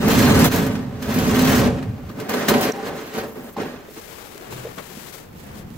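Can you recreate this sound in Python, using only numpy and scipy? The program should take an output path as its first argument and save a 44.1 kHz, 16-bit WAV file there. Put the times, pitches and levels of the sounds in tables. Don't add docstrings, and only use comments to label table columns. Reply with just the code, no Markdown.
import sys
import numpy as np
from scipy import signal
from scipy.fft import rfft, irfft, next_fast_len
from scipy.io import wavfile
from scipy.ndimage import uniform_filter1d

SR = 44100
rng = np.random.default_rng(int(sys.argv[2]) if len(sys.argv) > 2 else 0)


def materialize(psi):
    bounded = np.clip(np.atleast_2d(psi).T, -1, 1)
    quanta = np.round(bounded * 32767).astype(np.int16)
    wavfile.write(sys.argv[1], SR, quanta)


N = 254456


def amp(db):
    return 10 ** (np.asarray(db) / 20)


def evened(x):
    return x / np.sqrt(np.mean(x ** 2) + 1e-20)


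def pan(left_over_right_db):
    return amp(left_over_right_db * np.array([[0.5], [-0.5]]))


def read(points, hz):
    f, value = np.transpose(points)
    return np.interp(np.log(hz + 1), np.log(f + 1), value)


def curves(rows):
    s, level_db, *rest = np.transpose(rows)
    t = np.arange(N) / SR
    level = np.interp(t, s, level_db, left=-120, right=-120)
    return [level] + [np.interp(t, s, column) for column in rest]


def place(out, start_s, sound):
    out[:, round(start_s * SR):][:, :sound.shape[-1]] += sound


def colour(x, points, lo_hz=1., hi_hz=21700.0):
    size = next_fast_len(N)
    hz = np.fft.rfftfreq(size, 1 / SR) + 1
    edges = 1 / np.sqrt((1 + (lo_hz / hz) ** 6) * (1 + (hz / hi_hz) ** 6))
    return irfft(rfft(x, size) * amp(read(points, hz)) * edges, size)[..., :N]


def ring(x, modes):
    out = 0
    for hz, width_hz, db in modes:
        r, turn = np.exp(-np.pi * width_hz / SR), 2 * np.pi * hz / SR
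        resonance = signal.lfilter([1, 0, -1], [1, -2 * r * np.cos(turn), r * r], x)
        out = out + amp(db) * np.sqrt(1 - r) * resonance
    return out


def chatter(per_s, spread_db, t60_s):
    struck = rng.random(N) < per_s / SR
    size = amp(spread_db * np.minimum(rng.exponential(1, N), 4)) * struck
    power = signal.lfilter([1], [1, -amp(-2 * 60 / t60_s / SR)], size ** 2) + 1e-9
    power /= uniform_filter1d(power, size=3000)
    return evened(np.sqrt(power) * rng.standard_normal((2, N)))


def flex(x, patchy_db):
    z = signal.stft(x, nperseg=1024, noverlap=768)[2]
    patches = uniform_filter1d(rng.standard_normal(z.shape[1:]), size=10, axis=1)
    patches = uniform_filter1d(patches, size=2, axis=0)
    return signal.istft(z * amp(patchy_db * evened(patches)), nperseg=1024, noverlap=768)[1][:, :N]


def ports(pair, same, lead, wander_s, balance):
    hz, t, (a, b) = signal.stft(pair, SR, nperseg=512, noverlap=384)
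    lag_s = wander_s * evened(uniform_filter1d(rng.standard_normal(len(t)), size=60))
    likeness = np.clip(read(same, hz), 0, 1)[:, None]
    tilt = amp(read(balance, hz) / 2)[:, None]
    phase = read(lead, hz)[:, None] + 2 * np.pi * hz[:, None] * lag_s
    right = likeness * a * np.exp(-1j * phase) + np.sqrt(1 - likeness ** 2) * b
    return signal.istft(np.array([a * tilt, right / tilt]), nperseg=512, noverlap=384)[1][:, :N]


# frequency in Hz, relative density in dB per Hz.
STEEL_DENSITY = [(15, -48), (25, -21.5), (105, -5.5), (170, -3.5), (250, 6), (310, -6), (430, -17.5),
                 (640, -17), (1560, -19.5), (4000, -30.5), (7500, -35), (9500, -42.5), (11500, -35.5),
                 (15700, -33)]


def steel(x, lo_hz=1., hi_hz=21700.0):
    return colour(x, STEEL_DENSITY, lo_hz, hi_hz)


def sway_body(x):
    return steel(x, hi_hz=135)


# frequency in Hz, width in Hz, relative level in dB.
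SHEET_MODES = [(165, 11, -1.5), (220, 5.3, -38), (213, 13, 2), (256, 9.7, 13.5), (310, 11, -74)]


def boom_body(x):
    return ring(x, SHEET_MODES) * amp(-13) + steel(x, 152, 205) * amp(26.0)


# frequency in Hz, width in Hz, relative level in dB.
RIB_MODES = [(335, 7.5, -5.5), (384.6, 39, 0.5), (432.4, 30, 10), (467, 58, -6), (539, 26, 2),
             (572.5, 10, 0.5), (677, 10, -9), (708, 8.9, -11), (756.3, 11, -4)]


def rib_body(x):
    return ring(x, RIB_MODES) * amp(-12.5) + steel(x, 340, 1040) * amp(24.5)


# frequency in Hz, width in Hz, relative level in dB.
SLAT_MODES = [(937, 18, -4), (1050, 75, 0), (1168, 20, -4), (1280, 74, -2), (1500, 70, 1.5), (1668, 55, -3),
              (1843, 44, -2.5), (2090, 42, -9), (2450, 15, -7), (2660, 13, -11)]


def slat_body(x):
    return ring(x, SLAT_MODES) * amp(-15.5) + steel(x, 930, 4800) * amp(23.5)


# frequency in Hz, width in Hz, relative level in dB.
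RAIL_MODES = [(3060, 19, -4), (4130, 62, 3), (5600, 33, -24), (5900, 30, -10), (6320, 57, 1)]


def rail_body(x):
    return ring(x, RAIL_MODES) * amp(-37.5) + steel(x, 2900, 10200) * amp(16.0)


def edge_body(x):
    return steel(x, lo_hz=8100)


# time in seconds, drumming drive of the
# sheet in dB, scraping drive in the rails in dB.
CURTAIN_MOTION = [
    [(0.0, -24, -42.5), (0.082, -15, -33), (0.1, -17, -28.5), (0.262, -13, -28.5), (0.37, -12, -31.5),
     (0.46, -14, -24.5), (0.484, -18, -32)],
    [(0.492, -26, -42), (0.508, -25, -42), (0.522, -23, -31.5), (0.548, -16.5, -31.5),
     (0.854, -30.5, -58.5), (0.888, -30, -67), (1.015, -33, -52.5)],
    [(1.025, -33.5, -42.5), (1.081, -26, -43.5), (1.097, -22.5, -38.5), (1.545, -16, -29),
     (1.573, -15, -30), (1.673, -15, -38.5), (1.69, -11.5, -52)],
    [(1.7, -18, -55.5), (1.918, -34, -69), (2.086, -40, -60.5), (2.094, -34, -53), (2.142, -38, -71),
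     (2.196, -28, -53), (2.283, -32, -55)],
    [(2.292, -20, -42), (2.328, -27.5, -37), (2.342, -21, -30.5), (2.356, -24.5, -38), (2.442, -24, -38),
     (2.458, -25, -39), (2.476, -27, -39)],
    [(2.484, -25, -25), (2.492, -19, -22), (2.512, -14.5, -33), (2.612, -19.5, -38), (2.632, -23.5, -27.5),
     (2.7, -22.5, -37), (2.71, -30, -41)],
    [(2.73, -44, -52), (2.736, -32.5, -48), (2.82, -31, -51.5), (2.876, -27.5, -40.5), (2.924, -28, -57),
     (2.976, -33.5, -44.5), (3.13, -41, -48.5)],
    [(3.14, -33, -41.5), (3.192, -26, -38.5), (3.346, -37.5, -76), (3.368, -29.5, -74), (3.494, -41, -55),
     (3.522, -49, -72), (3.555, -55, -60)],
    [(3.565, -47, -58), (3.579, -31, -50), (3.603, -24, -47.5), (3.865, -48.5, -59.5), (3.953, -56, -58),
     (3.973, -41, -52), (4.0, -53, -45)],
]
# time in seconds, how much sheet swings free (1 = door nearly shut).
FREE_SHEET = [(0, 1.02), (.5, 1.13), (.9, 1.09), (1.3, 1.07), (1.7, 1.08), (1.88, 1.34), (2.08, 1.16),
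              (2.35, 0.043), (2.58, 0.51), (2.75, 0.28), (3.3, 0.28), (4.0, 0.45)]
# time in seconds,
# level in dB.
THIN_HISS = [(1.7, -82), (1.95, -60), (2.0, -66), (2.1, -52), (2.7, -56), (3.3, -47.5), (3.54, -47),
             (3.57, -72), (3.85, -60), (3.95, -45)]
# base level in dB, share of drumming, share of
# scraping, dB lost once coiled, jolt level in dB, share of a jolt's weight.
PART_ANSWERS = [(-11, 0.8, 0, 16, -40, .9), (-1.5, 1.064, 0.04, 6, 6, 1.0), (-2, 0.82, .15, -4.5, 0, 0.55),
                (-4, 0.42, 0.52, -3.5, 2, 0.9), (0, 0, 1.006, 3.5, 0, 0.056), (4.5, 0.024, 1.12, 1, 0, 0)]


def rolling_levels():
    base_db, drum, scrape, coiled_db = np.transpose(PART_ANSWERS)[:4, :, None]
    drum_db, scrape_db = curves(np.vstack(CURTAIN_MOTION))
    coiled = 1 - curves(FREE_SHEET)[0].clip(0)
    levels = base_db + drum * drum_db + scrape * scrape_db - coiled_db * coiled
    levels[-1] = 10 * np.log10(amp(2 * levels[-1]) + amp(2 * curves(THIN_HISS)[0]))
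    return levels


# start in seconds, crack in dB, weight in dB (heavy is dull, light is bright), fizz of the
# edges in dB.
JOLT_ROWS = [(0.081, -20, 2, 10), (0.191, -15, -11, 0), (0.39, -17, -7, 9), (0.4434, -14, -12, 7),
             (0.515, -22, -1, -9), (0.559, -24.5, -10, 11), (0.6638, -23, 2, -1), (0.7523, -25, 0, -12),
             (1.0253, -24, -5, -3), (1.1414, -20, -16, 3), (1.1865, -15, -10, -5), (1.3912, -14, -1, -3),
             (1.473, -19.5, 4.5, 6), (1.7837, -38, 8, -5), (1.825, -38, 11, -5), (2.0944, -46, 6, -4),
             (2.1997, -24.5, -1, -4), (2.293, -22.5, -3, 10), (2.3371, -23, 0, -10), (2.484, -16, 7, 12.5),
             (2.538, -18, 7, -11), (2.609, -21, -15, 10), (3.149, -26.5, 0, -14), (3.3557, -45, 12, -3),
             (3.5664, -38, 9, -12), (3.6, -36, 10, -10)]
JOLT_T60_S, JOLT_RISE_S = 0.1, 0.00084


def jolt_envelopes():
    jolt_db, heavy = np.transpose(PART_ANSWERS)[4:, :, None]
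    edges = np.arange(6)[:, None] == 5
    blows, t = np.zeros((6, N)), np.arange(SR // 2) / SR
    for start_s, db, weight_db, fizz_db in JOLT_ROWS:
        level_db = db + jolt_db + heavy * weight_db + edges * fizz_db
        place(blows, start_s, amp(level_db - 60 * t / JOLT_T60_S) * np.minimum(t / JOLT_RISE_S, 1))
    return blows


# frequency in Hz, left-right likeness from 0 to 1.
DOOR_LIKENESS = [(30, 0.44), (60, 0.85), (150, 1), (380, 0.91), (950, 0.66), (2400, 0.42), (6000, 0.35),
                 (15000, 0.8)]
# frequency in Hz, left over right in dB.
DOOR_LEFT_RIGHT = [(60, -0.5), (180, -2.9), (550, 0.4), (1650, 0.3), (4970, -3), (15000, 3)]
DOOR_PHASE = [(30, 0.5), (250, -0.2), (600, 0.79), (1460, -1.12), (2070, 0.56), (3880, 0.94),
              (16000, 1.56)], .00006


def door():
    moving = np.arange(N) < CURTAIN_MOTION[-1][-1][0] * SR
    ribs, rails, hiss = chatter(600, 2.2, 0.11), chatter(500, 0.91, 0.18), chatter(540, 1.5, 0.058)
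    crack = rng.standard_normal((2, N))
    sway = rng.standard_normal((2, N))
    parts = [(sway_body, sway),
             (boom_body, sway + 0.44 * ribs),
             (rib_body, ribs),
             (slat_body, flex(0.36 * ribs + 0.7 * rails, 1.16)),
             (rail_body, flex(rails, 4.2)),
             (edge_body, flex(0.5 * rails + 0.46 * hiss, 3.3))]
    out = 0
    for (body, drive), level_db, blow in zip(parts, rolling_levels(), jolt_envelopes()):
        rolling = body(drive)
        rolled = moving * amp(level_db) * rolling
        struck = amp(-12.5) * body(blow * crack)
        out = out + (rolled + struck) / np.std(rolling)
    lead, wander_s = DOOR_PHASE
    return ports(out, DOOR_LIKENESS, lead, wander_s, DOOR_LEFT_RIGHT)


# frequency in Hz, relative density in dB per Hz.
AIR_SPECTRUM = [(180, 1), (300, 2.5), (455, 5), (667, -2), (2170, -11.5), (7000, -26.5), (9400, -39),
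                (12000, -23), (15700, -17.5)]
AIR_DB = -46


def air():
    noise = rng.standard_normal((2, N))
    return amp(AIR_DB) * evened(colour(noise + 0.047 * noise[::-1], AIR_SPECTRUM))


SWELL = 0.7


def wavering_tones(rows, sag_hz_per_s=0):
    t, out = np.arange(N) / SR, 0
    waver = evened(uniform_filter1d(rng.standard_normal((2, N)), size=900))
    for start_s, length_s, hz, db in rows:
        age = np.clip(t - start_s, 0, length_s)
        pitch = hz * (1 + 0.012 * waver[1]) - sag_hz_per_s * age
        swell = abs(np.sin(np.pi * age / length_s)) ** SWELL * (age < length_s)
        out = out + np.sqrt(2) * amp(db) * swell * np.sin(2 * np.pi * np.cumsum(pitch) / SR)
    return out * (1 + 0.45 * waver[0])


# start in seconds, length in seconds, mean frequency in Hz, level in dB.
SETTLING_THROBS = [(1.863, .055, 112, -24), (1.925, 0.056, 100, -30.5), (2.02, 0.061, 88, -33)]


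def settling():
    return wavering_tones(SETTLING_THROBS)


# start in seconds, level in dB, frequency in Hz, edge noise in dB relative to the ring.
KNOCK_ROWS = [(2.095, -19.5, 245, -26), (2.097, -32, 1205, -16), (3.564, -17, 822, -20),
              (3.573, -18, 226, -30), (3.579, -19, 803, -20), (3.63, -21, 770, -12),
              (3.737, -24.5, 480, -27), (3.884, -26, 422, -18), (3.969, -27, 329, -25),
              (4.099, -35, 456, -20), (4.352, -28, 415, -17), (4.409, -27.5, 364, -22),
              (4.523, -26, 380, -8), (4.649, -17, 461, -22), (4.665, -22.5, 506, -17),
              (4.674, -26, 408, -15), (4.778, -24.5, 193, -17), (4.783, -26, 1090, -2),
              (4.971, -26.5, 245, -24)]
KNOCK_T60_S, KNOCK_DAMP = 0.051, 0.28


def knocks():
    out, t = np.zeros((2, N + SR)), np.arange(SR // 5) / SR
    band = signal.butter(2, [500, 3500], "band", fs=SR, output="sos")
    for start_s, db, hz, edge_db in KNOCK_ROWS:
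        puff = evened(signal.sosfilt(band, rng.standard_normal(len(t))))
        partials = np.sin(2 * np.pi * hz * t) + 0.46 * np.sin(2 * np.pi * 1.3 * hz * t)
        decay_db = 60 * t / KNOCK_T60_S * (hz / 400) ** KNOCK_DAMP
        envelope = amp(db - decay_db) * np.minimum(t / 0.0043, 1)
        place(out, start_s, envelope * (partials + amp(edge_db) * puff))
    return out[:, :N]


# start in seconds, length in seconds, mean starting frequency in Hz, level in dB.
COIL_TONES = [(2.493, 0.24, 790, -30.5), (2.73, .11, 810, -35), (2.88, 0.13, 813, -39.5)]
SAG_HZ_PER_S = 258


def coil_spring():
    return wavering_tones(COIL_TONES, SAG_HZ_PER_S)


# start in seconds, level in dB, lower frequency in Hz, length in seconds, left over right in dB.
LATCH_SQUEAK = (2.717, -27, 5780, .010, -5)


def latch():
    out, t = np.zeros((2, N + SR)), np.arange(SR // 5) / SR
    start_s, db, hz, length_s, pan_db = LATCH_SQUEAK
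    squeak = np.sin(2 * np.pi * hz * t) + 0.5 * np.sin(2 * np.pi * 1.11 * hz * t)
    squeak = squeak + 0.29 * rng.standard_normal(len(t))
    envelope = np.sin(np.pi * np.minimum(t / length_s, 1)) ** 2
    place(out, start_s, amp(db) * pan(pan_db) * envelope * squeak)
    return out[:, :N]


# time in seconds, rms level in dB.
RUMBLE_LEVEL = [(3.4, -50), (3.9, -52), (4.45, -49.5), (4.53, -39), (4.75, -47), (4.98, -45.5),
                (5.17, -49.5), (5.38, -40.5), (5.77, -37)]
# frequency in Hz, relative density in dB per Hz.
YARD_SPECTRUM = [(12, -42), (20, -10), (206, 0.5), (280, -10), (303, -8), (381, -18.5), (594, -33),
                 (749, -21), (1080, -33), (2000, -68), (2600, -70), (4400, -120)]


def yard_rumble():
    low = rng.standard_normal((2, N))
    return amp(curves(RUMBLE_LEVEL)[0]) * evened(colour(low + 0.68 * low[::-1], YARD_SPECTRUM))


# start in seconds, level in dB, left over right in dB.
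THREAD_SNAPS = [(3.5453, -34, -2.5), (3.8092, -38, -2.0), (4.2914, -29, 11.5), (4.3231, -25, 9.5),
                (4.3475, -26, 8.0), (4.3794, -21, 11.5), (4.4734, -37, 2.5), (4.5186, -29, 2.0),
                (4.995, -28, 8.0), (5.1694, -29, 6.0), (5.2184, -39, 8.0), (5.7039, -29, -7.5)]
SNAP_S = .00006


def threads():
    out, t = np.zeros((2, N + SR)), np.arange(SR // 5) / SR
    snap = (1 - t / SNAP_S) * np.exp(-t / SNAP_S)
    for start_s, db, pan_db in THREAD_SNAPS:
        place(out, start_s, amp(db) * pan(pan_db) * snap)
    return out[:, :N]


# time in seconds, rustle in dB, body of the wool in dB relative to the rustle.
SLEEVE_LEVELS = [(3.85, -63, 14), (3.924, -49.5, -20), (3.966, -45.5, -3), (4.26, -46.5, 1),
                 (4.272, -47, -2.5), (4.5, -48, 7), (4.522, -39.5, 1.5), (4.736, -49.5, 4.5),
                 (4.768, -46.5, -5), (4.784, -44.5, 10), (4.832, -46.5, -2), (5.168, -43.5, -3),
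                 (5.302, -60, 2), (5.404, -47.5, -2), (5.51, -51.5, 8), (5.596, -45, -1.5), (5.638, -58, 7),
                 (5.77, -54.5, -6)]
# time in seconds, left over right in dB.
SLEEVE_PAN = [(3.85, 5), (4.15, 14), (4.5, 6), (4.9, 13.5), (5.2, 12), (5.4, -4), (5.6, 9), (5.77, -15)]
# frequency in Hz, relative density in dB per Hz.
WOOL_SPECTRUM = [(300, 0.5), (430, -2.5), (600, -9.5), (814, -11.5), (2280, -17), (4830, -20), (7500, -20),
                 (9700, -23), (11500, -20.5), (15700, -20.5)]


def sleeve():
    rustle_db, body_db = curves(SLEEVE_LEVELS)
    pan_db = np.interp(np.arange(N) / SR, *np.transpose(SLEEVE_PAN))
    left, right = chatter(700, 0.83, 0.1)
    fibres = np.array([left + 0.12 * np.roll(right, 12), right])
    rustle = evened(colour(fibres, WOOL_SPECTRUM, lo_hz=2390))
    body = evened(colour(fibres, WOOL_SPECTRUM, 450, 2070))
    return (rustle + amp(body_db) * body) * amp(rustle_db) * pan(pan_db)


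# start in seconds, length in seconds, mean frequency in Hz, level in dB.
DRONE_TONES = [(4.472, 0.26, 123.5, -41.5)]


def drone():
    return wavering_tones(DRONE_TONES)


def scene():
    metal = door() + settling() + coil_spring() + latch()
    cloth = threads() + sleeve()
    return metal + cloth + knocks() + drone() + yard_rumble() + air()


def record(dry):
    soft = .9 * np.tanh(dry / .9)
    lowpass = signal.firwin(511, 15800, window=("kaiser", 9), fs=SR)
    return signal.oaconvolve(soft, lowpass[None], "same")


dry = scene()
out = record(dry)
materialize(out)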